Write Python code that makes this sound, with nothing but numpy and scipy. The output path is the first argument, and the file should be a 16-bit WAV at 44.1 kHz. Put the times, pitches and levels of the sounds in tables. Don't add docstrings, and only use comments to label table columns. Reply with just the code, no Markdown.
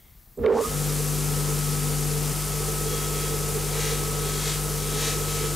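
import sys
import numpy as np
from scipy import signal
from scipy.fft import rfft, irfft, next_fast_len
from scipy.io import wavfile
from scipy.ndimage import uniform_filter1d, map_coordinates

SR = 44100
rng = np.random.default_rng(int(sys.argv[2]) if len(sys.argv) > 2 else 0)


def gain_from_db(level_db):
    decades = np.asarray(level_db, float) / 20
    return 10 ** decades


def digitize_waveform(pressure):
    field = np.atleast_2d(pressure).T
    bounded = np.clip(field, -1, 1)
    quanta = np.round(bounded * 32767).astype(np.int16)
    wavfile.write(sys.argv[1], SR, quanta)


N = 244755
TIME_S = np.arange(N) / SR
CHANGE_S, CHANGE_FADE_S, CHANGE_TURNS = 2.33, .02, -.118
SLOTS = 26

# time_s, speed_turns_per_s
SHAFT_RUN_UP = [(.375, 1), (.44, 9), (.5, 17), (.54, 26.5), (.58, 35.5), (.612, 43.5), (.655, 47.5),
                (.69, 49.3), (.76, 49.45)]
# time_s, speed_turns_per_s
SHAFT_RUNNING = [(.9, 49.5), (2.32, 49.49), (2.34, 49.55), (5.55, 49.555)]
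# multiple_of_shaft_speed, level_db
SHAFT_ORDERS = [(1, -7), (2, -14), (3, 0), (4, -15.5), (5, -11.5), (6, -20), (7, -19.5), (8, -22.5),
                (9, -14.5)]
# multiple_of_shaft_speed, level_db
LATER_SHAFT_ORDERS = [(1, -4), (2, -13), (3, 0), (4, -15.5), (5, -18), (6, -23.5), (7, -18), (8, -28),
                      (9, -21)]
# multiple_of_shaft_speed, level_db
SIDE_WHINES = [(23, -58.5), (28, -57.5), (25, -65)]
# crest_s, depth_0_to_1
WHINE_BEATS = [(1.62, 0.31), (4.2, 0.19)]
# time_s, level_db
STARTING_STRAIN = [(.36, -49), (.374, -37), (.436, -27), (.447, -11.5), (.53, -13.5), (.578, -25.5),
                   (.592, -17), (.69, -43), (.75, -41)]
# time_s, peak_db
ROTOR_JOLTS = [(0.379, -18), (0.449, -5), (0.464, -6), (0.506, -12), (0.532, -4), (0.554, -7), (0.589, -19),
               (0.653, -18)]
# time_s, peak_db, pitch_hz
MOUNT_TICKS = [(0.39, -46, 950), (.3735, -47, 7700), (.4357, -42, 1700), (.462, -19.5, 2050),
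               (.4605, -34, 3300), (.46, -30.5, 3900), (.459, -46, 9500)]
# start_s, end_s
UNBALANCE_BUILD_UP = (.62, 0.9)
THRUM_BUILD_UP = (0.656, 0.79)
WIND_BUILD_UP = (.6, 0.97)
# pitch_hz, width_hz, level_db
HOUSING_MODES = [(228.5, 27, -1), (413.5, 47, -0.5), (448, 25.3, 5.5), (494.5, 42.5, -3.5), (620, 125, -14),
                 (860, 103, -15), (1113, 135, -15), (1360, 59, -30)]
# pitch_hz, width_hz, level_db
BENCH_MODES = [(85.4, 5.1, -52), (169, 7.7, -51), (774, 41, -54)]
# frequency_hz, density_db_per_hz
BODY_SPECTRUM = [(35, -37), (60, -9), (96, -16.5), (150, -6), (201, -16.5), (435, -0.5), (574, -12),
                 (1260, -14.5), (1580, -21.5), (3000, -50), (3900, -63), (6600, -120)]
# frequency_hz, density_db_per_hz
WIND_SPECTRUM = [(880, -12), (1500, -7.5), (2070, -6), (3210, -6.5), (3870, -7), (4800, -4.5), (7900, -1),
                 (13100, -5.5), (14500, -9), (15500, -11.5)]
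# frequency_hz, density_db_per_hz
RUB_SPECTRUM = [(900, -5), (1500, -6), (1900, 1), (2400, -0.5), (2800, -1.5), (3200, -2.5), (4000, 1),
                (5000, -4), (7000, -1.5), (9000, -7), (11000, -11), (15000, -23)]
# time_s, level_db, spread_s, extra_brightness_db, jaw_song_db
BALL_PUSHES = [(2.98, -41, 0.069, 2, -46.5), (3.23, -44.5, 0.061, 4, -47), (3.86, -33, 0.082, 2, -49),
               (4.32, -39.5, 0.077, 4.5, -49), (4.49, -35, 0.053, 5, -49), (4.95, -45, 0.075, 7.5, -52),
               (5.075, -32.5, 0.057, 3, -53), (5.37, -39.5, 0.091, 6.5, -64)]
# frequency_hz, density_db_per_hz
ROOM_SPECTRUM = [(18, -25), (30, 5.5), (152, -9), (535, -26), (793, -22.5), (880, -28), (1210, -26),
                 (1530, -31), (2140, -30), (2510, -35), (4470, -29.5), (5510, -30.5), (10100, -28.5),
                 (13100, -21), (15700, -22)]
# frequency_hz, excess_db
LEFT_EXCESS = [(60, 3.5), (92, 6.5), (140, 8.5), (210, 1.5), (330, -5.5), (500, -6.0), (770, -0.5),
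               (1170, -2), (1790, -1), (2740, 1), (4190, 3.5), (6410, 2.5), (9810, 2.0), (15000, 3)]
# frequency_hz, level_under_mid_db
LOOSE_SIDE = [(50, -24), (300, -25), (1000, -15), (1700, -34), (3000, -19.5), (4800, -33), (5800, -12.5),
              (8000, -13.5), (13500, -9), (15200, -24)]


def noise():
    return rng.standard_normal(N)


def rms_one(x):
    return x / np.sqrt(np.mean(x ** 2) + 1e-20)


def in_time(rows):
    s, *columns = np.transpose(rows)
    return [np.interp(TIME_S, s, column) for column in columns]


def at_hz(points, hz):
    point_hz, db = np.array(points).T
    return np.interp(np.log(hz + 1), np.log(point_hz), db)


def shaped(x, gain_at):
    size = next_fast_len(N)
    hz = np.arange(size // 2 + 1) * SR / size
    return irfft(rfft(x, size) * gain_at(hz), size)[..., :N]


def coloured(x, spectrum):
    return rms_one(shaped(x, lambda hz: gain_from_db(at_hz(spectrum, hz))))


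def drift(rate_hz):
    r = np.exp(-80 * np.pi * rate_hz / SR)
    slow = signal.lfilter([1], [1, -2 * r, r * r], rng.standard_normal(N // 40 + 2002))[2000:]
    return np.interp(np.arange(N) / 40, np.arange(len(slow)), rms_one(slow))


def resonance(x, hz, width_hz):
    r = np.exp(-np.pi * width_hz / SR)
    poles = [1, -2 * r * np.cos(2 * np.pi * hz / SR), r * r]
    return signal.lfilter([(1 - r * r) / 2, 0, (r * r - 1) / 2], poles, x + 1e-18)


def two_resonances(x, hz, width_hz, second_hz, second_width_hz):
    return resonance(resonance(x, hz, width_hz), second_hz, second_width_hz)


def housing(x):
    ringing = np.zeros(N)
    for k, (hz, width_hz, db) in enumerate(HOUSING_MODES):
        ringing += (-1) ** k * gain_from_db(db) * resonance(x, hz, width_hz)
    return ringing


def after(s, fade_s):
    return np.clip((TIME_S - s) / fade_s + .5, 0, 1)


def after_change():
    return after(CHANGE_S, CHANGE_FADE_S)


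def bell(s, spread_s):
    return np.exp(-.5 * ((TIME_S - s) / spread_s) ** 2)


def settling(start_s, end_s):
    return (1 - after((start_s + end_s) / 2, end_s - start_s)) ** 2


def order(turns, multiple):
    later, start = after_change(), rng.random()
    if multiple < 10:
        start = multiple ** 2 / 4
    early_wave, late_wave = [np.sqrt(2) * np.sin(2 * np.pi * (multiple * (turns + jump) + start))
                             for jump in (0, CHANGE_TURNS)]
    return (1 - later) * early_wave + later * late_wave


def quiet_room():
    return gain_from_db(-51.5) * coloured(noise(), ROOM_SPECTRUM)


def distant_clatter():
    clatter = rms_one(resonance(noise(), 2120, 150) + .6 * resonance(noise(), 3300, 400))
    hold_s, fall_db_per_s = 0.091, 89
    return gain_from_db(-66 - fall_db_per_s * np.maximum(TIME_S - hold_s, 0)) * clatter


def pushes():
    rest = gain_from_db(-48.5) * (0.41 + 0.78 * after(2.9, 0.42))
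    push, sheen, song = rest, rest * gain_from_db(-9), gain_from_db(-65)
    for s, db, spread_s, bright_db, song_db in BALL_PUSHES:
        push = push + gain_from_db(db) * bell(s, spread_s)
        sheen = sheen + gain_from_db(db + bright_db) * bell(s, spread_s)
        song_swell = bell(s, 1.7 * spread_s)
        song = song + gain_from_db(song_db) * np.minimum(1, 1.5 * song_swell ** 2) ** 2
    return push, sheen / push, song


def ball_on_cloth(turns):
    push, bright, jaws = pushes()
    face = rng.standard_normal((24, 900)) * gain_from_db(3.5 * rng.standard_normal(900))
    across = TIME_S * 2.2
    track = map_coordinates(face, [across, turns % 1 * 900], order=1, mode="grid-wrap")
    rub = coloured(rms_one(track) + .5 * noise(), RUB_SPECTRUM)
    high_pass = signal.butter(2, 4800, "high", fs=SR, output="sos")
    sheen = signal.sosfiltfilt(high_pass, rub)
    rub = rub + (bright - 1) * sheen
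    song = gain_from_db(-4) * jaws * (order(turns, 66) + order(turns, 67))
    return after_change() * push * rub, after_change() * song


def wheel_wind(turns, speed):
    sag_db_per_s, lag_db = 0.24, -2.5
    level_db = -31.5 - sag_db_per_s * np.abs(TIME_S - 1.3) + lag_db * settling(*WIND_BUILD_UP)
    white = coloured(rng.standard_normal((2, N)), WIND_SPECTRUM)
    throb = 1 + .035 * order(turns, 1) + .045 * order(turns, 2) + .025 * order(turns, 4)
    out, gust = 0, drift(3)
    edges_hz = 700 * 2 ** np.arange(0, 4.8, .5)
    for k, (low, high) in enumerate(zip(edges_hz, edges_hz[1:])):
        band_pass = signal.butter(2, [low, high], "band", fs=SR, output="sos")
        band = signal.sosfilt(band_pass, white[k % 2])
        waking = np.minimum(1.06 * speed, 1) ** (0.71 + (low / 4500) ** 1.8)
        out = out + band * waking * gain_from_db(0.12 * gust + .5 * drift(40))
    return gain_from_db(level_db) * throb * out


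def housing_rumble(speed):
    wakes = after(2.55, 0.075)
    lull_db = -6 * bell(4.52, .1)
    rumble_db = -47 + 9.5 * wakes + drift(6.0) + lull_db + 1.5 * drift(19.0)
    rumble = gain_from_db(rumble_db) * rms_one(resonance(housing(noise()), 430, 150))
    body = gain_from_db(-38 + drift(12.5)) * coloured(noise(), BODY_SPECTRUM)
    for hz, width_hz, db in BENCH_MODES:
        body += gain_from_db(db) * rms_one(two_resonances(noise(), hz, width_hz, hz, 3 * width_hz))
    guard = rms_one(two_resonances(noise(), 508, 46, 508, 120))
    guard_db = -40.5 - 27 * np.maximum(TIME_S - .7, 0)
    body += after(.7, .04) * gain_from_db(guard_db) * guard
    return speed ** 3 * (rumble + body)


def strained_housing():
    growl_db, = in_time(STARTING_STRAIN)
    pulls = np.diff(np.floor(100 * np.arange(N + 1) / SR)) * 21 * gain_from_db(5.1 * drift(35))
    shake = rms_one(resonance(housing(0.39 * pulls + 1.1 * noise()), 450, 160))
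    shake = shake / np.sqrt(uniform_filter1d(shake ** 2, size=300) + .03)

    rattle_db = -23 + 0.76 * growl_db - 22 * (1 - after(0.429, .02))
    touches = noise() * gain_from_db(2.2 * drift(70))
    low_rattle = resonance(two_resonances(touches, 920, 960, 1000, 1170), 1200, 1900)
    high_rattle = two_resonances(touches, 2000, 350, 3000, 600)
    rattle = rms_one(low_rattle + 0.066 * high_rattle)

    lurch_db = 6.5 * bell(0.443, .025)
    rock_db = -41 + lurch_db - 20 * settling(0.36, 0.403)
    rock = rms_one(two_resonances(noise(), 53, 60, 55, 70))
    return gain_from_db(growl_db) * shake + gain_from_db(rattle_db) * rattle + gain_from_db(rock_db) * rock


def rotor_jolts():
    jolts = np.zeros(N)
    for s, db in ROTOR_JOLTS:
        first = round(s * SR)
        jolts[first:first + 70] = gain_from_db(db + 3) * np.hanning(70)
    return jolts


def mount_ticks():
    ticks = np.zeros(N)
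    for s, db, hz in MOUNT_TICKS:
        click = np.zeros(N)
        click[round(s * SR) + np.array([0, 60, 150])] = [.6, 1, -.5]
        ticks += gain_from_db(db + 30) * two_resonances(click, hz, 450, hz, 1600)
    return ticks


def rising_slot_whine(turns):
    level_db = -26.5 + 12 * bell(0.563, 0.037) + 3.0 * drift(40)
    mains = 2 * np.pi * 100 * TIME_S
    beat = .8 + 1.6 * np.cos(mains) + .9 * np.cos(2 * mains + 1)
    return (1 - after(.67, .06)) * gain_from_db(level_db) * beat * order(turns, SLOTS)


def start_up(turns):
    live = after(.374, 0.0052) * (1 - after(0.74, 0.099))
    struck = housing(live * rising_slot_whine(turns) + rotor_jolts())
    return live * strained_housing() + struck + mount_ticks()


def slot_whine(turns):
    later, beat_s = after_change(), 1.15
    early_beat, late_beat = [np.abs(1 + depth * np.exp(2j * np.pi * (TIME_S - s) / beat_s))
                             for s, depth in WHINE_BEATS]
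    gain = (1 - later) * gain_from_db(-46.5) * early_beat + later * gain_from_db(-43.5) * late_beat
    arrival_db = 13.5 * bell(0.653, 0.01)
    return after(.645, .03) * gain * gain_from_db(0.5 * drift(3.8) + arrival_db) * order(turns, SLOTS)


def shaft_hum(turns, speed):
    later = after_change()
    unbalance_db = -35 - 8.75 * settling(*UNBALANCE_BUILD_UP) + 0.16 * drift(6.1)
    thrum_db = -28 - 4 * later - 25 * settling(*THRUM_BUILD_UP) + 0.064 * drift(7)
    out = gain_from_db(unbalance_db) * order(turns, 0.99) + gain_from_db(thrum_db) * order(turns, 3)
    for (multiple, db), (_, later_db) in zip(SHAFT_ORDERS, LATER_SHAFT_ORDERS):
        if multiple not in (1, 3):
            level_db = db + later * (later_db - db) - 31 + 1.1 * drift(1.8)
            out += gain_from_db(level_db) * order(turns, multiple)
    for multiple, db in SIDE_WHINES:
        out += gain_from_db(db + 2.6 * drift(2.2)) * order(turns, multiple)
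    return speed ** 9 * out


def ports(mid):
    lean = shaped(mid, lambda hz: np.tanh(at_hz(LEFT_EXCESS, hz) * np.log(10) / 40))
    first_echo = np.concatenate([np.zeros(1100), mid])[:N]
    second_echo = np.concatenate([np.zeros(1730), mid])[:N]
    side = lean + shaped(first_echo - second_echo, lambda hz: gain_from_db(at_hz(LOOSE_SIDE, hz) - 3.0))
    return np.array([mid + side, mid - side])


def scene():
    turns_per_s, = in_time(SHAFT_RUN_UP + SHAFT_RUNNING)
    turns = np.cumsum(turns_per_s) / SR
    speed = np.clip(turns_per_s / 49.4, 0, 1)
    rub, song = ball_on_cloth(turns)
    mid = quiet_room() + distant_clatter() + rub + wheel_wind(turns, speed)
    mid = mid + housing_rumble(speed) + start_up(turns) + shaft_hum(turns, speed)
    whine_lean = -.7 + 0.21 * after_change()
    sides = np.array([[1], [-1]])
    return ports(mid) + slot_whine(turns) * (1 + whine_lean * sides) + song * (1 + 0.099 * sides)


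def gain_control(x, above_db, share, release_db_s):
    level_db = 10 * np.log10(uniform_filter1d(np.mean(x ** 2, axis=0), size=300) + 1e-12)
    slope = release_db_s * TIME_S
    held_db = np.maximum.accumulate(level_db + slope) - slope
    cut_db = share * np.maximum(held_db - above_db, 0)
    return x * gain_from_db(-uniform_filter1d(cut_db, size=200))


def low_pass(x):
    return signal.sosfilt(signal.butter(12, 16120, fs=SR, output="sos"), x)


def record(dry):
    held = gain_control(dry, above_db=-23, share=.5, release_db_s=220)
    rounded = .5 * np.tanh(held / .5)
    high_pass = signal.butter(2, 28, "high", fs=SR, output="sos")
    without_lows = signal.sosfilt(high_pass, rounded)
    finished = shaped(without_lows, lambda hz: np.clip((15760 - hz) / 60, 0, 1))
    return low_pass(finished)


dry = scene()
out = record(dry)
digitize_waveform(out)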